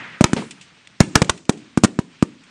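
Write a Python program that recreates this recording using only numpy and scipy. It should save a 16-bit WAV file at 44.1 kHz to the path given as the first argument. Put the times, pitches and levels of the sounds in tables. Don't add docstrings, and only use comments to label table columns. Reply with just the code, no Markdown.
import sys
import numpy as np
from scipy import signal
from scipy.fft import rfft, irfft
from scipy.io import wavfile
from scipy.ndimage import uniform_filter1d

SR = 44100
rng = np.random.default_rng(int(sys.argv[2]) if len(sys.argv) > 2 else 0)


def int16_out(signal):
    q = np.round(np.clip(np.atleast_2d(signal).T, -1, 1) * 32767)
    wavfile.write(sys.argv[1], SR, q.astype(np.int16))


N = 110250


def amp(db):
    return 10 ** (np.asarray(db) / 20)


def unit(x):
    return x / np.sqrt(np.mean(x ** 2) + 1e-20)


def look_up(table, hz, column=1):
    table = np.array(table, float)
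    return np.interp(np.log(hz + 1), np.log(table[:, 0] + 1), table[:, column])


def add(mix, start_s, sound):
    part = mix[max(round(start_s * SR), 0):][:len(sound)]
    part += sound[:len(part)]


def noise(tone, size):
    hz = np.fft.rfftfreq(size, 1 / SR)
    phases = np.exp(2j * np.pi * rng.random(len(hz)))
    return unit(irfft(phases * amp(look_up(tone, hz)), size))


def dying_noise(table, hold_s=0):
    hz, t, bands = signal.stft(rng.standard_normal(SR), SR, nperseg=256)
    fade_s = np.maximum(look_up(table, hz, column=2), .01)[:, None]
    fade = amp(-60 * np.maximum(t - hold_s, 0) / fade_s)
    tail = signal.istft(bands * fade, SR, nperseg=256)[1][:SR]
    tone = amp(look_up(table, np.fft.rfftfreq(2 * SR, 1 / SR)))
    return irfft(rfft(tail, 2 * SR) * tone)[:SR]


# f/Hz, level/dB
HISS_TONE = [(30, 0.5), (70, -1.5), (170, 10.5), (300, 0), (600, -6), (1300, -1.5), (2600, 0.5),
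             (4000, -4.5), (6000, -10.5), (9000, -17.5), (11000, -56)]
# t/s, level/dB
HISS_LOUDNESS = [(0, -48), (.7, -51.5), (.95, -54), (1.3, -46.5), (1.44, -61.5), (1.62, -51.5), (1.75, -53),
                 (2.07, -55.5), (2.16, -51), (2.38, -54.5), (2.44, -52), (2.5, -51.5)]
# f/Hz, level/dB
ROLL_TONE = [(50, -37), (110, -3.5), (200, 5.5), (350, -4), (700, -5), (1300, 2), (1900, 7), (2700, -1.5),
             (4000, -13.5), (6000, -24.5), (9500, -41.5)]

def field_background(roll_db=-35, roll_fade_db_per_s=46, patch_db=1.5):
    t = np.arange(N) / SR
    hiss = noise(HISS_TONE, N) * amp(np.interp(t, *np.transpose(HISS_LOUDNESS)))
    roll = noise(ROLL_TONE, N) * amp(roll_db - roll_fade_db_per_s * t)
    bands = signal.stft(hiss + roll, nperseg=512)[2]
    patches = uniform_filter1d(rng.standard_normal(bands.shape), size=14, axis=0)
    patches = unit(uniform_filter1d(patches, size=4, axis=1))
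    return signal.istft(bands * amp(patch_db * patches), nperseg=512)[1][:N]


def snap(t, length_s=0.00071):
    return np.sin(np.pi * np.clip(t / length_s, 0, 1))


def thump(t, hz, peak_s=0.0013):
    age = np.maximum(t, 0) / peak_s
    return (age * np.exp(1 - age)) ** 0.96 * np.sin(2 * np.pi * hz * t)


# f/Hz, level/dB
SPRAY_TONE = [(100, 3), (500, 3.5), (1300, 1), (2200, -2.5), (4500, -6), (7000, -3.5), (9500, -9.5),
              (14000, -58.5)]

def spray(t, db, tilt_db, peak_hz, decay_s, shape, stop_s=0.013):
    fade = (t >= 0) * np.exp(-abs(t / decay_s) ** shape - (t / stop_s) ** 4)
    spectrum = rfft(fade * rng.standard_normal(len(t)))
    spectrum /= np.sqrt(uniform_filter1d(abs(spectrum) ** 2, size=25))
    hz = np.fft.rfftfreq(len(t), 1 / SR)
    octaves = np.log2(np.maximum(hz, 300))
    peak_db = 5 * np.exp(-.5 * ((octaves - np.log2(peak_hz)) / .3) ** 2)
    burst = irfft(spectrum * amp(look_up(SPRAY_TONE, hz) + tilt_db * octaves + peak_db))
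    return amp(db) * unit(burst) * np.sqrt(np.mean(fade ** 2))


def bite(t, db, hz, length_s=0.0026):
    fade = (t >= 0) * np.exp(-(t / length_s) ** 2)
    band = noise([(hz / 2, -24.5), (hz, 0), (hz * 2, -24.5)], len(t))
    return amp(db) * unit(fade * band) * np.sqrt(np.mean(fade ** 2))


def scatter(table):
    return dying_noise([(hz, db - 10 * np.log10(SR * fade_s / np.log(1e6)), fade_s)
                        for hz, db, fade_s in table])


# f/Hz, total level/dB, time to fade by 60 dB/s
NEAR_ECHO = [(60, -38.5, 0.18), (193, -19, 0.49), (330, -12.5, 0.27), (550, -11, 0.068), (1593, -14, 0.087),
             (4020, -20, 0.16), (9030, -20, 0.075)]
# f/Hz, total level/dB, time to fade by 60 dB/s
FAR_ECHO = [(50, -39, 0.68), (136, -21.5, 0.68), (297.3, -17.5, 0.76), (515, -20, 0.41), (1310, -26, 0.4),
            (3000, -23, 0.33), (6000, -27.5, 0.87), (9700, -21, 0.24)]

def with_echoes(blast, burst, blast_echo_db, burst_echo_db, clump_db=2.5, swell_s=.02):
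    swell = 1 - np.exp(-np.arange(SR) / SR / swell_s)
    clumps = amp(clump_db * unit(uniform_filter1d(rng.standard_normal(SR), size=130)))
    tail = clumps * scatter(NEAR_ECHO) + swell * scatter(FAR_ECHO)
    shot = signal.fftconvolve(amp(blast_echo_db) * blast + amp(burst_echo_db) * burst, tail)
    add(shot, 0, blast + burst)
    return shot


# t/s, snap level/dB, thump level/dB, thump f/Hz, spray level/dB,
# spray tilt/(dB per octave), spray peak f/Hz, bite f/Hz, spray decay/s, blast echo/dB, spray echo/dB
LINE_SHOTS = [(0.2094, 7.5, 5.5, 192, -12, 0, 660, 6900, 0.0037, -7, 8),
              (0.3324, -5.5, -2, 205, -13.5, 2.5, 1560, 2320, 0.0015, -1, 7.5),
              (1.0047, 3, 14.5, 187.5, 1.5, 0.1, 1940, 4900, 0.0016, -6.5, 5.5),
              (1.4943, 5.5, -4, 189, -7, 1.3, 736, 4220, 0.0016, -2, -0.5),
              (1.7747, -0.5, 0, 199, -16.5, 1.9, 1440, 2730, 0.0019, -2, 5.5),
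              (1.8368, 5.5, 1.5, 180.6, -6.5, 3.5, 800, 4940, 0.0046, -2.5, -19),
              (1.8462, 3.5, -0.5, 186, -5, 0, 1450, 7400, 0.0037, -9, 0),
              (1.9895, -4.5, -4, 185, -23, 0, 887, 2600, 0.0048, -7, 8),
              (2.2257, 0, 1.5, 197.5, -15, -0.26, 1012, 3660, 0.0024, -7, 5.5)]

def line_shot(start_s, snap_db, thump_db, thump_hz, spray_db, tilt_db, peak_hz, bite_hz, decay_s,
              *echo_db):
    t = np.arange(-256, 1792) / SR
    front = snap(t) + amp(-9.5) * snap(t - 0.00052)
    blast = amp(thump_db) * thump(t - 0.00097, thump_hz) - amp(snap_db) * front
    burst = spray(t, spray_db, tilt_db, peak_hz, decay_s, shape=0.55)
    shot = with_echoes(blast, burst, *echo_db)
    add(shot, 0, bite(t, spray_db - 9.5, bite_hz))
    return start_s + t[0], shot


def shock(t, push_s, rise_s=.00005):
    t = np.maximum(t, 0)
    return (1 - np.exp(-t / rise_s)) * (1 - t / push_s) * np.exp(-t / push_s)


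# t/s, push level/dB, push length/s, thump level/dB, spray level/dB,
# spray tilt/(dB per octave), spray peak f/Hz, bite f/Hz, spray decay/s, blast echo/dB, spray echo/dB
CLOSE_SHOTS = [(0.2416, 5.5, 0.0012, -11, 1.5, -1.4, 2620, 4730, 0.0032, -2.5, 2),
               (1.1552, 2.5, 0.0011, -2, 2.5, -1, 1430, 4630, 0.0049, 1.5, 3.5),
               (1.2186, 5, 0.0016, -6.5, -10.5, -0.2, 2190, 4900, 0.0068, -1.5, -4),
               (1.2958, -0.5, 0.00035, -24.5, -4, -0.47, 1150, 3520, 0.0046, 2, 0)]

def close_shot(start_s, push_db, push_s, thump_db, spray_db, tilt_db, peak_hz, bite_hz, decay_s,
               *echo_db):
    t = np.arange(-256, 1792) / SR
    push = shock(t, push_s) + amp(-9) * shock(t - .0056, push_s)
    blast = amp(push_db) * push - amp(thump_db) * thump(t - 0.0018, hz=140)
    burst = spray(t, spray_db, tilt_db, peak_hz, decay_s, shape=1.43)
    shot = with_echoes(blast, burst, *echo_db)
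    add(shot, 0, bite(t, spray_db - 5, bite_hz))
    return start_s + t[0], shot


# f/Hz, level/dB, time to fade by 60 dB/s
BLURRED_TONE = [(40.6, -41, .15), (114, 5, 0.28), (230, 8.5, 0.26), (402, 0.5, 0.31), (655, -5, 0.18),
                (1500, -15.5, 0.35), (3000, -13, 0.22), (5990, -25, 0.28), (9500, -31, 0.57)]

def blurred_shot(db=-19, rise_s=0.00078):
    tail = dying_noise(BLURRED_TONE, hold_s=0.0082)
    tone = amp(look_up(BLURRED_TONE, np.linspace(0, SR / 2, SR)))
    rise = np.minimum(np.arange(SR) / SR / rise_s, 1)
    return amp(db) * rise * tail / np.sqrt(np.mean(tone ** 2))


def knock(db=-24, hz=1010, decay_s=0.0026):
    t = np.arange(2048) / SR
    return amp(db) * np.sin(2 * np.pi * hz * t) * np.exp(-t / decay_s)


# f/Hz, level/dB
CLICK_TONE = [(200, -36), (1000, -19), (2500, 4), (5000, -5.5), (8000, -3.5), (11000, -20)]
# t/s, level/dB, decay/s
RIFLE_CLICKS = [(0.509, -30, 0.0086), (0.612, -41.5, 0.021), (0.873, -34.5, 0.0022), (1.032, -32.5, 0.0043),
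                (1.246, -27.5, 0.0033), (1.376, -38.5, 0.0071), (1.453, -46, 0.0045), (1.523, -40.5, 0.015),
                (1.573, -45, 0.014), (1.877, -40, 0.0052), (2.437, -48, 0.0064)]

def rifle_click(db, decay_s, rise_s=0.00036):
    t = np.arange(4096) / SR
    return amp(db) * noise(CLICK_TONE, len(t)) * np.minimum(t / rise_s, 1) * np.exp(-t / decay_s)


def volume_control(x, threshold_db=-10.5, share=0.11, recovery_db_per_s=54, react_s=0.0054):
    power_db = 10 * np.log10(signal.lfilter(np.ones(256) / 256, 1, x ** 2) + 1e-12)
    fall_db = np.arange(N) / SR * recovery_db_per_s
    held_db = np.maximum.accumulate(power_db + fall_db) - fall_db
    excess_db = np.maximum(held_db - threshold_db, 0)
    lag = np.exp(-1 / (react_s * SR))
    return x * amp(-share * signal.lfilter([1 - lag], [1, -lag], excess_db))


def lowpass(x, hz):
    return signal.oaconvolve(x, signal.firwin(201, hz, window=("kaiser", 8), fs=SR), "same")


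def scene():
    mix = field_background()
    for row in LINE_SHOTS:
        add(mix, *line_shot(*row))
    for row in CLOSE_SHOTS:
        add(mix, *close_shot(*row))
    add(mix, start_s=.364, sound=blurred_shot())
    add(mix, start_s=.4235, sound=knock())
    for start_s, db, decay_s in RIFLE_CLICKS:
        add(mix, start_s, rifle_click(db, decay_s))
    return mix[None]


def record(dry):
    bass_cut_hz, ceiling, hardness = 62.6, 1.094, 6.6
    thinned = signal.lfilter(*signal.butter(2, bass_cut_hz, "high", fs=SR), dry[0])
    squashed = thinned / (1 + abs(thinned / ceiling) ** hardness) ** (1 / hardness)
    dulled = lowpass(volume_control(squashed), hz=9975)
    return lowpass(np.clip(dulled, -1, 1), hz=16000)[None]


dry = scene()
out = record(dry)
int16_out(out)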